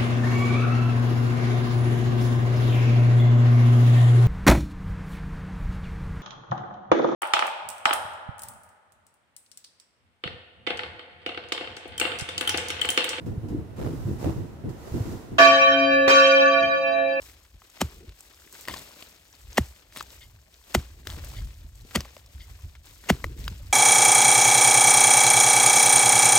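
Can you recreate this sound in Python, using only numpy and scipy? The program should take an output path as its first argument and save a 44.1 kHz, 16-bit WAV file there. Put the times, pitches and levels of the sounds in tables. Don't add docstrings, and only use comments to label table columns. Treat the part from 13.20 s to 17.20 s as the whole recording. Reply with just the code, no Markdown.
import sys
import numpy as np
from scipy import signal
from scipy.io import wavfile
from scipy.ndimage import uniform_filter1d

SR = 44100
rng = np.random.default_rng(int(sys.argv[2]) if len(sys.argv) > 2 else 0)


def file_out(sig):
    cols = np.atleast_2d(sig).T
    lim = np.clip(cols, -1, 1)
    pcm = np.round(lim * 32767).astype(np.int16)
    wavfile.write(sys.argv[1], SR, pcm)


N = 176400
T = np.arange(N) / SR
STEP = 40
SLOW_T = T[::STEP]


def from_db(db):
    return 10 ** (np.asarray(db) / 20)


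def unit_rms(x):
    return x / np.sqrt(np.mean(abs(x) ** 2) + 1e-20)


def at_hz(points, hz):
    freqs, values = np.transpose(points)
    return np.interp(np.log(hz), np.log(freqs), values)


def envelope(age_s, rise_s, t60_s, hold_s=0):
    rise = np.clip(age_s / rise_s, 0, 1)
    return rise * np.exp(-np.log(1000) * np.maximum(age_s - hold_s, 0) / t60_s)


# (frequency [Hz], correlation [-])
STEREO_CORRELATION = [(300, 0.42), (1200, 0)]

def noise_bands():
    edges_hz = 22 * 2 ** (np.arange(20) / 2)
    white = rng.standard_normal((2, 2, N))
    bands = []
    for k, (low, high) in enumerate(zip(edges_hz, edges_hz[1:])):
        bandpass = signal.butter(2, [low, high], "band", fs=SR, output="sos")
        mid, side = signal.sosfilt(bandpass, white[k % 2])
        hz = np.sqrt(low * high)
        alike = at_hz(STEREO_CORRELATION, hz)
        bands.append((hz, np.sqrt(1 + alike) * mid + np.sqrt(1 - alike) * side * [[1], [-1]]))
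    return bands


def coloured(bands, spectrum):
    return unit_rms(sum(from_db(at_hz(spectrum, hz)) * band for hz, band in bands))


# (frequency [Hz], relative density [dB])
AIR_SPECTRUM = [(110, -19.5), (300, -7), (4000, -38.5), (15000, -49.5)]

def tower_air(bands, level_db=-48):
    return from_db(level_db) * coloured(bands, AIR_SPECTRUM)


# (time [s], level [dB])
RUMBLE_LEVEL = [(0, -38), (.57, -43), (.61, -35), (.8, -34.5), (1.2, -41.5), (1.64, -46), (2.3, -47),
                (4, -60)]
# (frequency [Hz], relative density [dB])
RUMBLE_SPECTRUM = [(25, -21.5), (50, 0), (100, 5), (300, -12), (600, -47)]

def frame_rumble(bands):
    gain = from_db(np.interp(T, *np.transpose(RUMBLE_LEVEL)))
    return gain * coloured(bands, RUMBLE_SPECTRUM)


# (start [s], length [s], rise [s], level [dB])
ROPE_SLIDES = [(0.56, 0.37, 0.0066, -54.5), (0.981, 0.017, 0.046, -44), (1.514, 0.41, 0.25, -47.5)]
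# (frequency [Hz], relative density [dB])
ROPE_SPECTRUM = [(800, 13), (2500, -2), (7000, 0.5), (11000, -11), (15500, 0.5)]
# (time [s], level [dB])
TICKS, TICK_T60_S = [(0.061, -53.5), (0.285, -52.5), (1.492, -50.5)], 0.18

def rope(bands):
    slides = sum(from_db(db) * envelope(T - start_s, rise_s, t60_s=0.78, hold_s=length_s)
                 for start_s, length_s, rise_s, db in ROPE_SLIDES)
    ticks = sum(from_db(db) * envelope(T - start_s, 1 / SR, TICK_T60_S) for start_s, db in TICKS)
    return (slides + ticks) * coloured(bands, ROPE_SPECTRUM)


def bursts(rows):
    return sum(from_db(db) * envelope(T - start_s, rise_s=0.0016, t60_s=0.19, hold_s=length_s)
               for start_s, length_s, db in rows)


# (start [s], length [s], level [dB])
SHUDDERS = [(0.063, 0.057, -30.5), (0.232, 0.015, -30), (0.303, 0.09, -30.5), (0.584, 0.17, -34),
            (0.867, 0.063, -28.5), (1.044, 0.049, -25), (1.16, 0.071, -32), (1.438, 0.053, -30.5),
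            (1.739, 0.03, -26.5), (1.852, 0.096, -35), (2.112, 0.034, -35), (3.409, 0.051, -42)]
# (frequency [Hz], relative density [dB])
TIMBER_SPECTRUM = [(30, -5), (120, 12.5), (200, -0.5), (330, 4.5), (600, -34.5), (3000, -57.5)]

def frame_shudders(bands, levelling_s=0.027):
    wood = coloured(bands, TIMBER_SPECTRUM)
    running_rms = np.sqrt(uniform_filter1d(np.mean(wood ** 2, 0), int(levelling_s * SR)))
    return wood / running_rms * bursts(SHUDDERS)


# (start [s], peak [dB], pitch [Hz], rise [s])
KNOCKS = [(0.175, -20, 104, 0.0056), (0.344, -22.5, 323, 0.0065), (0.849, -22.5, 121, 0.013),
          (1.057, -23.5, 324, 0.02), (1.718, -24.5, 88, 0.0049), (1.801, -18, 107, 0.0093)]

def yoke_knocks():
    knocks = 0
    for start_s, db, hz, rise_s in KNOCKS:
        age_s = np.maximum(T - start_s, 0)
        pulse = (age_s / rise_s * np.exp(1 - age_s / rise_s)) ** 2
        knocks += from_db(db) * pulse * np.sin(2 * np.pi * hz * age_s)
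    return knocks


def crackle(slips_per_s=500, slip_s=0.00099):
    slips = (rng.random(N) < slips_per_s / SR) * rng.random(N)
    pole = np.exp(-1 / (slip_s * SR))
    return unit_rms(signal.lfilter([1], [1, -2 * pole, pole * pole], slips + 1e-18))


# (start [s], length [s], level [dB])
CREAKS = [(0.582, 0.093, -36.5), (1.028, 0.064, -34), (1.673, 0.0087, -41)]
# (frequency [Hz], relative density [dB])
CREAK_SPECTRUM = [(150, -18), (400, 9.5), (1500, -15.5), (8000, -35.5)]

def bearing_creaks(bands):
    return bursts(CREAKS) * crackle() * coloured(bands, CREAK_SPECTRUM)


# (time [s], clang level [dB])
STRIKES = [(2.182, -14), (2.877, -16)]
# (frequency [Hz], relative density [dB])
CLANG_SPECTRUM = [(100, -22.5), (280, -3), (550, 6), (1000, 2.5), (2400, 1.5), (7000, -30)]

def clapper_clang(bands, rise_s=0.0028, top_hz=7000, tail_db=-13.5, tail_top_hz=1890):
    crash = sum(from_db(db) * envelope(T - start_s, rise_s, t60_s=0.23) for start_s, db in STRIKES)
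    tail = sum(from_db(db + tail_db) * envelope(T - start_s, rise_s, t60_s=1.15)
               for start_s, db in STRIKES)
    lowpass = signal.butter(4, top_hz, fs=SR, output="sos")
    bright = signal.sosfilt(lowpass, coloured(bands, CLANG_SPECTRUM))
    dull = signal.lfilter(*signal.butter(2, tail_top_hz, fs=SR), bright)
    grit = (1 + crackle()) / 2
    return crash * grit * bright + tail * dull


SWING_PERIOD_S, TURN_S, SWING_M = 2.04, 2.8, 0.744
SOUND_M_PER_S, MEAN_DELAY_S = 343, 0.022

def reflections(hz, start_s, paths):
    position_m = SWING_M * np.cos(2 * np.pi * (SLOW_T - TURN_S) / SWING_PERIOD_S)
    phase, aim, lateness = rng.random((3, paths, 1))
    direction_cos = 2 * (np.arange(paths)[:, None] + aim) / paths - 1
    delay_s = -MEAN_DELAY_S * np.log(1 - lateness)
    arrived = np.clip((SLOW_T - start_s - delay_s + delay_s.min()) * SR / STEP / 2, 0, 1)
    doppler_cycles = direction_cos * position_m * hz / SOUND_M_PER_S
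    return (arrived * np.exp(2j * np.pi * (phase + doppler_cycles))).sum(0)


TWIN_DB, TWIN_MAX_SPLIT = -4.5, 0.005
SCATTER_DB, SCATTER_WIDTH_HZ, SCATTER_T60_S = -9, 30, 4.3

def ringing(hz, start_s, t60_s, paths=12):
    detune, phase = 2 * rng.random(2) - 1
    beat_hz = detune * TWIN_MAX_SPLIT * hz
    beat = 1 + from_db(TWIN_DB) * np.exp(2j * np.pi * (phase + beat_hz * SLOW_T))
    fall = envelope(SLOW_T - start_s, STEP / SR, t60_s)
    white = rng.standard_normal((2, len(SLOW_T), 2)) @ [1, 1j]
    scatter_gain = from_db(SCATTER_DB) * envelope(SLOW_T - start_s, STEP / SR, SCATTER_T60_S)
    mid_side = []
    for scatter in signal.lfilter(*signal.butter(2, SCATTER_WIDTH_HZ, fs=SR / STEP), white):
        flutter = unit_rms(beat * reflections(hz, start_s, paths))
        mid_side.append(unit_rms(fall * (flutter + scatter_gain * unit_rms(scatter))))
    return np.array(mid_side) * np.sqrt(np.mean(fall ** 2))


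def struck_twice(hz, first_db, second_db, t60_s):
    return sum(from_db(db) * ringing(hz, start_s, t60_s)
               for (start_s, _), db in zip(STRIKES, (first_db, second_db)))


def stereo_sines(pitches_hz, envelopes, side_db):
    spin = 2j * np.pi * np.array(pitches_hz)[:, None]
    envelopes = np.array(envelopes)
    block_start, in_block = np.exp(spin * SLOW_T)[:, None], np.exp(spin * T[:STEP])
    slopes = np.diff(envelopes, append=envelopes[..., -1:])
    held = np.tensordot(envelopes * block_start, in_block, (0, 0))
    ramped = np.tensordot(slopes * block_start, in_block * np.arange(STEP) / STEP, (0, 0))
    mid, side = np.sqrt(2) * (held + ramped).real.reshape(2, N)
    return mid + from_db(side_db) * side * [[1], [-1]]


def swell(curve, roundness=1.42):
    times_s, db = np.transpose(curve)
    arches = np.interp(SLOW_T, times_s, from_db(db) ** roundness) ** (1 / roundness)
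    return uniform_filter1d(arches, size=24)


# (pitch [Hz], blow 1 echo [dB], blow 2 echo [dB], T60 [s])
LOW_PARTIALS = [(275.4, -41.5, -48.5, 11), (540.5, -33.5, -35, 5.7), (671.9, -27, -28.5, 19),
                (1146, -16.5, -16.5, 2.7)]
# (time [s], level [dB])
HUM_LEVEL = [(2.25, -29.5), (2.46, -59), (2.62, -25.5), (3.059, -35), (3.231, -32), (3.6, -69),
             (3.82, -38.5), (3.96, -44)]
PRIME_LEVEL = [(2.22, -45), (2.44, -23.5), (2.62, -30), (2.86, -21), (3.08, -17), (3.46, -40), (3.62, -25),
               (3.75, -36.5), (3.85, -26.5)]
TIERCE_LEVEL = [(2.24, -14.5), (2.411, -26), (2.63, -22), (2.74, -36.5), (2.84, -58), (3.101, -28),
                (3.25, -58.5), (3.42, -21.5), (3.558, -42.5), (3.78, -24), (3.96, -38.5)]
NOMINAL_LEVEL = [(2.32, -19), (2.38, -42), (2.424, -23), (2.52, -32.5), (2.87, -34), (2.92, -23),
                 (3.121, -26.5), (3.201, -61), (3.3, -23), (3.451, -34.5), (3.899, -50)]

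def low_partials(rise_s=0.015):
    onset = np.clip((SLOW_T - STRIKES[0][0]) / rise_s, 0, 1)
    rings = []
    for partial, curve in zip(LOW_PARTIALS, (HUM_LEVEL, PRIME_LEVEL, TIERCE_LEVEL, NOMINAL_LEVEL)):
        _, echo = struck_twice(*partial)
        rings.append([onset * swell(curve), echo])
    return stereo_sines([hz for hz, *_ in LOW_PARTIALS], rings, side_db=0)


def diffuse_sines(pitches_hz, rings, side_db=1.5):
    return stereo_sines(pitches_hz, rings, side_db) / np.hypot(1, from_db(side_db))


# (pitch [Hz], blow 1 level [dB], blow 2 level [dB], T60 [s])
UPPER_PARTIALS = [(831.3, -40, -43, 10.5), (1459.4, -26, -21, 1.74), (1514.4, -25.5, -30, 2.7),
                  (1708, -23.5, -39.5, 1.6), (1727.6, -23, -24, 6.8), (1809.5, -27, -31.5, 2.8),
                  (2282, -31.5, -36, 1.5), (2393.4, -20, -22, 3.88), (2446, -33, -35.5, 3.95),
                  (2659, -29, -27, 3.8), (3123, -22, -24, 2.32), (3904, -29, -29, 2.89),
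                  (4708, -35, -35, 2.8), (5544, -33.5, -34.5, 1.5), (6392, -39, -37, 1.53),
                  (7260, -40.5, -40, 0.68), (8100, -49, -46.5, 1.3)]

def upper_partials():
    rings = [struck_twice(*partial) for partial in UPPER_PARTIALS]
    return diffuse_sines([hz for hz, *_ in UPPER_PARTIALS], rings)


# (frequency [Hz], level per mode [dB])
OVERTONE_CEILING = [(1400, -43.5), (2500, -28.5), (4500, -35.5), (8000, -47), (15000, -55.5)]

def overtones(count=90, spread_db=14, t60_at_1khz_s=2.7):
    low, high = np.sqrt([OVERTONE_CEILING[0][0], OVERTONE_CEILING[-1][0]])
    spacing = (np.arange(count) + rng.random(count)) / count
    pitches_hz = (low + (high - low) * spacing) ** 2
    gains = from_db(at_hz(OVERTONE_CEILING, pitches_hz) - spread_db * (1 - rng.random(count)))
    t60s_s = t60_at_1khz_s * (pitches_hz / 1000) ** -0.75
    rings = [gain * sum(ringing(hz, start_s, t60_s, paths=4) for start_s, _ in STRIKES)
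             for hz, gain, t60_s in zip(pitches_hz, gains, t60s_s)]
    return diffuse_sines(pitches_hz, rings)


def scene(right_over_left_db=1.5):
    bands_a, bands_b = noise_bands(), noise_bands()
    bell = low_partials() + upper_partials() + overtones() + clapper_clang(bands_a)
    frame = frame_rumble(bands_b) + frame_shudders(bands_a)
    yoke = yoke_knocks() + bearing_creaks(bands_b)
    pan = from_db([[-right_over_left_db / 2], [right_over_left_db / 2]])
    return pan * (bell + frame + yoke + rope(bands_a) + tower_air(bands_a))


def record(dry, cutoff_hz=15650):
    lowpass = signal.ellip(12, 0.1, 90, cutoff_hz, fs=SR, output="sos")
    return signal.sosfilt(lowpass, np.clip(dry, -1, 1))


dry = scene()
out = record(dry)
file_out(out)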